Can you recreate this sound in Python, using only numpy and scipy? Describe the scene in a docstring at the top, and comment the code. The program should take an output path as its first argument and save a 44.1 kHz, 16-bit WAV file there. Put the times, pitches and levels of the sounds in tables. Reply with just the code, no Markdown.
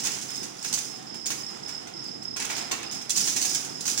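"""A motor winds up a steel roller shutter at night, a few metres away and to the right.
At first the slats snap and chatter in their hinges and guide rails, and the bay behind echoes.
From 0.8 s the clacks thin out over the rumble of the curtain; near 2.5 s they bunch up and the rails
rub harder, and from 3.1 s comes the busiest rattling. A cricket chirps all the while."""
import sys
import numpy as np
from scipy import signal
from scipy.fft import rfft, irfft
from scipy.io import wavfile
from scipy.ndimage import uniform_filter1d

SR = 44100
rng = np.random.default_rng(int(sys.argv[2]) if len(sys.argv) > 2 else 0)


def unload_wav(signal):
    """Save mono or channel-first audio to the path in sys.argv[1] as 16-bit WAV at rate SR, clipped to [-1, 1]."""
    wavfile.write(
        sys.argv[1],
        SR,
        np.round(np.clip(np.atleast_2d(signal).T, -1, 1) * 32767).astype(np.int16),
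    )


N = 176400

# level rides of the moving shutter: t/s, curtain rumble level/dB, rail rub level/dB
TRAVEL = [(0, -45.5, -46), (.3, -46, -44), (.55, -48, -45), (1.1, -48.5, -46.5), (1.4, -45.5, -46),
          (1.75, -47.5, -44), (1.9, -48.5, -48), (2.0, -46.5, -47.5), (2.2, -45.5, -48),
          (2.35, -52.5, -49.5), (2.5, -48, -37), (2.85, -48, -44), (3.05, -48.5, -45.5), (3.22, -43, -46),
          (3.5, -44.5, -42), (3.75, -45.5, -45.5), (4, -44, -44.5)]
DIRECT_LAG_S, BASS_LAG_S = 0.001178, 0.00094


def slats():
    """Clacks and loose ticking ring the thin steel with a bright clash; each spot scatters it its own way."""
    # loose slats ticking between the clacks: t/s, level/dB
    rattle = [(0, -35.5), (.35, -42.5), (.58, -47.5), (.82, -36.5), (1.05, -54.5), (1.25, -56), (1.36, -45),
              (1.6, -51.5), (2.3, -58), (2.5, -41), (2.8, -56), (3.08, -67), (3.18, -27.5), (3.5, -32),
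              (3.76, -49.5), (3.9, -28), (4, -56)]
    # ringing modes of a slat: f/Hz, level/dB
    slat_modes = [(2045, 2), (2130, -7), (2582, -10), (3255, -19), (4240, -8), (4900, 7), (5745, -4),
                  (5965, 15.5), (6420, -15), (6865, -8.5), (7175, -14.5), (7700, -6), (8350, -37.5),
                  (9480, -9)]
    # bright EQ of steel on steel: f/Hz, level/dB
    clash_eq = [(1500, -34), (2500, -14.5), (4300, -7.5), (5100, -3), (6300, 2.5), (7500, -2), (8500, -7.5),
                (10300, -9.5), (12000, -21.5), (13800, -22), (15200, -10), (16000, -18)]
    spots = undb(-0.5) * clacks(column=1)
    ticks = envelope(rattle) * contacts(per_s=350, spread_db=4)
    t = np.arange(SR) / SR
    partials = sum(undb(db) * np.sin(2 * np.pi * (hz * t + rng.random((2, 1)))) for hz, db in slat_modes)
    steel = unit(partials * decay(t60=0.37)) / np.sqrt(SR)
    ringing = convolve(spots.sum(axis=0) + ticks, steel)
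    clash = sum(reverb(spot, direct_db=-11, early_db=-0.5, early_t60=0.051, late_db=-1, late_t60=0.42)
                for spot in spots)
    ticking = reverb(ticks, direct_db=0, early_db=2, early_t60=0.033, late_db=3.5, late_t60=0.38)
    return eq(clash + ticking, clash_eq) + undb(-18) * ringing


def clacks(column, spot_count=6):
    """Each clack is a crack and a dying flurry of contacts; they fall in turn on spots of the curtain."""
    # slats snapping in their hinges and rails: t/s, bright clash level/dB, hollow knock level/dB
    hits = [(0.0, -26.5, -43), (0.0362, -23.5, -40), (0.0495, -20, -36), (0.0654, -20, -34),
            (0.1176, -26, -39.5), (0.163, -36, -45), (0.214, -27, -53), (0.2984, -32, -44),
            (0.357, -28.5, -52), (0.4293, -27, -43), (0.6277, -28, -46), (0.646, -22.5, -37),
            (0.6792, -29.5, -51), (0.7276, -15, -39), (0.7745, -22.5, -38), (1.1429, -35, -47.5),
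            (1.2589, -19, -39), (1.3031, -18, -34.5), (1.6824, -30, -42), (1.8705, -38, -42.5),
            (2.0337, -40, -58), (2.0712, -41, -54), (2.2238, -37.5, -57), (2.363, -24.5, -36.5),
            (2.3959, -24.5, -33.5), (2.4194, -26, -36), (2.4455, -25.5, -37), (2.5, -25, -30.5),
            (2.5191, -30.5, -46), (2.5658, -22, -38.5), (2.5793, -32, -38.5), (2.7127, -19.5, -28),
            (2.8293, -34, -38.5), (2.9125, -26, -51), (2.9451, -30, -50), (3.0118, -32.5, -47),
            (3.0952, -14.5, -46), (3.1605, -17.5, -44), (3.1715, -16.5, -36.5), (3.204, -20, -38.5),
            (3.2536, -22.5, -43), (3.274, -15.5, -35.5), (3.3621, -18, -35.5), (3.4153, -16, -38.5),
            (3.4484, -17.5, -36), (3.4939, -23, -48), (3.5474, -17, -36), (3.6479, -28, -44),
            (3.8065, -26, -57), (3.8551, -21, -40), (3.8777, -18.5, -34.5), (3.929, -34, -48),
            (3.9769, -16.5, -36)]
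    contacts_per_s, chatter_s, crack_gain = 900, 0.0099, 0.71
    spots = np.zeros((spot_count, N + SR))
    t = np.arange(SR // 10) / SR
    fade = np.exp(-t / chatter_s)
    fade_rms = np.sqrt(np.mean(fade ** 2))
    clicks = contacts(contacts_per_s, spread_db=8.5)
    for k, hit in enumerate(hits):
        flurry = np.roll(clicks, rng.integers(N))[:len(t)] * fade
        flurry[0] += crack_gain * np.sqrt(SR / contacts_per_s)  # hard attack of the first contact
        start = int(hit[0] * SR)
        spots[k % spot_count, start:start + len(t)] += unit(flurry) * fade_rms * undb(hit[column])
    return spots[:, :N]


def curtain():
    """The clacks knock the hollow curtain and make it boom; it rumbles as it winds on the drum."""
    # hollow midrange EQ of the knocks: f/Hz, level/dB
    knock_eq = [(200, -7), (400, 2), (560, -5.5), (760, 0.5), (1200, -1), (2500, 4), (4000, -2.5),
                (7000, -15), (12000, -44)]
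    # low body of the curtain: f/Hz, level/dB
    rumble_eq = [(25, -34), (50, -43), (75, -25), (100, -10), (130, -4), (200, 0), (310, 1.5), (410, -0.5),
                 (550, -8), (1000, -22.5), (3000, -59)]
    spots = undb(5.5) * clacks(column=2)
    knock = sum(reverb(spot, direct_db=-5.5, early_db=-1.5, early_t60=0.097, late_db=-0.5, late_t60=0.79)
                for spot in spots)
    boom = undb(-11.5) * convolve(spots.sum(axis=0), tail(t60=0.8))[0]
    roll_level = envelope(TRAVEL, column=1) * undb(1.6 * wander(rate_hz=18))
    rumble = eq(boom + roll_level * rng.standard_normal(N), rumble_eq)[0]
    echo = undb(-13.5) * eq(roll_level * rng.standard_normal((2, N)), rumble_eq)
    return eq(knock, knock_eq) + from_right(rumble, BASS_LAG_S) + echo


def rails():
    """The slat ends rub along the guide rails with a fine grit; its echo is an even wash."""
    # EQ of the rubbing: f/Hz, level/dB
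    rub_eq = [(200, -18.5), (450, -4), (580, -7), (760, -1), (1100, -4.5), (2000, -7), (4000, -11.5),
              (7000, -11), (10000, -26), (13000, -38), (16000, -30)]
    pressure = envelope(TRAVEL, column=2) * undb(1.16 * wander(rate_hz=24.955))
    grains = pressure * contacts(per_s=1200, spread_db=4.5)
    grit = reverb(grains, direct_db=-3, early_db=2, early_t60=0.013, late_db=-7, late_t60=0.66)
    wash = pressure * rng.standard_normal((2, N))
    return eq(undb(-6) * grit + undb(-4) * wash, rub_eq)


def hollow_swells():
    """Now and then a low, hollow resonance swells and fades: a narrow band of noise."""
    # faint resonant swells: crest t/s, level/dB, half length/s, f/Hz, bandwidth/Hz
    swells = [(1.008, -50.5, 0.057, 750, 44.9), (1.883, -50.5, 0.054, 745, 100),
              (1.985, -44.5, 0.0203, 350, 108.9), (2.735, -41, .022, 390, 200),
              (3.239, -49, 0.066, 191.5, 80)]
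    t = np.arange(N) / SR
    out = np.zeros(N)
    for crest, db, half_length, hz, width_hz in swells:
        phase = 2 * np.pi * hz * t
        band = unit(wander(width_hz) * np.sin(phase) + wander(width_hz) * np.cos(phase))
        out += undb(db) * np.exp(-((t - crest) / half_length) ** 2) * band
    return from_right(out, BASS_LAG_S)


def motor():
    """The winding motor hums faintly on one slightly wavering tone."""
    hum_hz = 131.5 * (1 + 0.014 * wander(rate_hz=12))
    return from_right(undb(-62.5) * unit(tone(hum_hz)), BASS_LAG_S)


def cricket():
    """Each chirp swells over a few wing strokes, short tones that sag in pitch, echoed by the walls."""
    # chirps: start t/s, level/dB, length/s
    chirps = [(-.043, -35, 0.195), (0.282, -31.5, 0.14), (0.583, -35, 0.12), (0.838, -35.5, 0.12),
              (1.061, -34, 0.23), (1.369, -30.5, 0.13), (1.627, -32.5, 0.169), (1.931, -32.5, 0.21),
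              (2.216, -33, 0.15), (2.517, -32, 0.1354), (2.827, -32.5, 0.18), (3.141, -30, 0.11),
              (3.444, -29, 0.144), (3.688, -33.5, 0.139), (3.909, -32, 0.131)]
    onset_hz, sag_hz_per_s, jitter_hz = 5639, 52000, 91
    stroke_period_s, stroke_s, timing_spread_s, swell_db = 0.0293, 0.017, 0.0007, 2.5
    out = np.zeros((2, N + 4 * SR))
    t = np.arange(int(stroke_s * SR)) / SR
    stroke_shape = unit(np.sin(np.pi * t / stroke_s) ** 3.9)
    jitter = jitter_hz * wander(rate_hz=600)
    for start, db, length in chirps:
        chirp = np.zeros(SR // 3)
        for at in np.arange(0, length, stroke_period_s):
            hz = onset_hz - sag_hz_per_s * t + np.roll(jitter, rng.integers(N))[:len(t)]
            swell = swell_db * (np.sin(np.pi * at / length) ** 0.5 - 1)
            i = int(abs(at + timing_spread_s * rng.standard_normal()) * SR)
            chirp[i:i + len(t)] += undb(db + swell) * stroke_shape * tone(hz)
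        echoed = reverb(chirp, direct_db=-2.5, early_db=0.5, early_t60=0.15, late_db=0, late_t60=0.62)
        i = int((1 + start) * SR)  # 1 s of pre-roll lets a chirp begin before zero
        out[:, i:i + echoed.shape[1]] += echoed
    return out[:, SR:SR + N] * undb([[-2.6], [0.9]])  # panned a little to the right


def reverb(x, direct_db, early_db, early_t60, late_db, late_t60):
    """Direct path, quick scatter nearby and a late echo, with unit energy in all; decay times in s."""
    direct = undb(direct_db) * from_right(signal.unit_impulse(SR), DIRECT_LAG_S)
    response = direct + undb(early_db) * tail(early_t60) + undb(late_db) * tail(late_t60)
    return convolve(x, unit(response) / np.sqrt(SR))


def tail(t60):
    """Dense decaying reflections of unit energy, different on each side."""
    return unit(rng.standard_normal((2, SR)) * decay(t60)) / np.sqrt(SR)


def decay(t60):
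    """A one-second fade that falls 60 dB in t60 seconds."""
    t = np.arange(SR) / SR
    return undb(-60 * t / t60)


def from_right(x, lag_s):
    """Sound from the right reaches the left channel later."""
    left = np.pad(x, (int(lag_s * SR), 0))[:len(x)]
    return np.array([left, x])


def contacts(per_s, spread_db):
    """Random metal-on-metal clicks of uneven size."""
    clicks = (rng.random(N) < per_s / SR) * rng.choice([-1, 1], N)
    sizes = undb(spread_db * np.clip(rng.standard_normal(N), -2, 2))
    return unit(clicks * sizes)


def tone(hz):
    """A sine that follows a pitch curve."""
    return np.sin(2 * np.pi * np.cumsum(hz) / SR)


def wander(rate_hz):
    """Smooth random modulation with an rms of 1."""
    hold = int(SR / rate_hz)
    steps = np.repeat(rng.standard_normal(N // hold + 2), hold)
    return unit(uniform_filter1d(steps, hold)[:N])


def envelope(table, column=1):
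    """Gain over time along one dB column of a table."""
    rows = np.array(table)
    return undb(np.interp(np.arange(N) / SR, rows[:, 0], rows[:, column]))


def eq(x, points, keep_power=True):
    """Minimum-phase EQ through points of f/Hz, level/dB."""
    size = 4096
    hz, db = np.array(points).T
    bin_hz = np.arange(size // 2 + 1) * SR / size
    gain = undb(np.interp(np.log(bin_hz + 1), np.log(hz), db))
    cepstrum = irfft(np.log(unit(gain) if keep_power else gain))
    cepstrum[1:size // 2] *= 2  # folded onto positive time, so nothing rings ahead of an attack
    cepstrum[size // 2 + 1:] = 0
    return convolve(x, irfft(np.exp(rfft(cepstrum))))


def convolve(x, response):
    """Pass a sound through an impulse response."""
    return signal.fftconvolve(np.atleast_2d(x), np.atleast_2d(response), axes=1)[:, :N]


def undb(db):
    """Decibels to gain."""
    return 10 ** (np.asarray(db) / 20)


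def unit(x):
    """Scale to an rms of 1."""
    return x / np.sqrt(np.mean(x ** 2))


def scene():
    """Shutter and cricket together; the left side is shaded, most of all in the treble."""
    # shading of the left channel: f/Hz, level/dB
    left_shade = [(60, -4.5), (400, -5), (900, -3), (2400, -4), (4400, -3.5), (7000, -9.5), (9000, -6.5),
                  (11000, -34), (13000, -17), (15000, -31)]
    left, right = slats() + curtain() + rails() + hollow_swells() + motor() + cricket()
    shaded_left = eq(left, left_shade, keep_power=False)[0]
    return undb(3) * np.array([shaded_left, right])


def record(dry):
    """A steep low-pass takes off the very top."""
    cutoff_hz = 15900
    return signal.sosfilt(signal.ellip(10, 0.2, 80, cutoff_hz, fs=SR, output="sos"), dry)


dry = scene()
out = record(dry)
unload_wav(out)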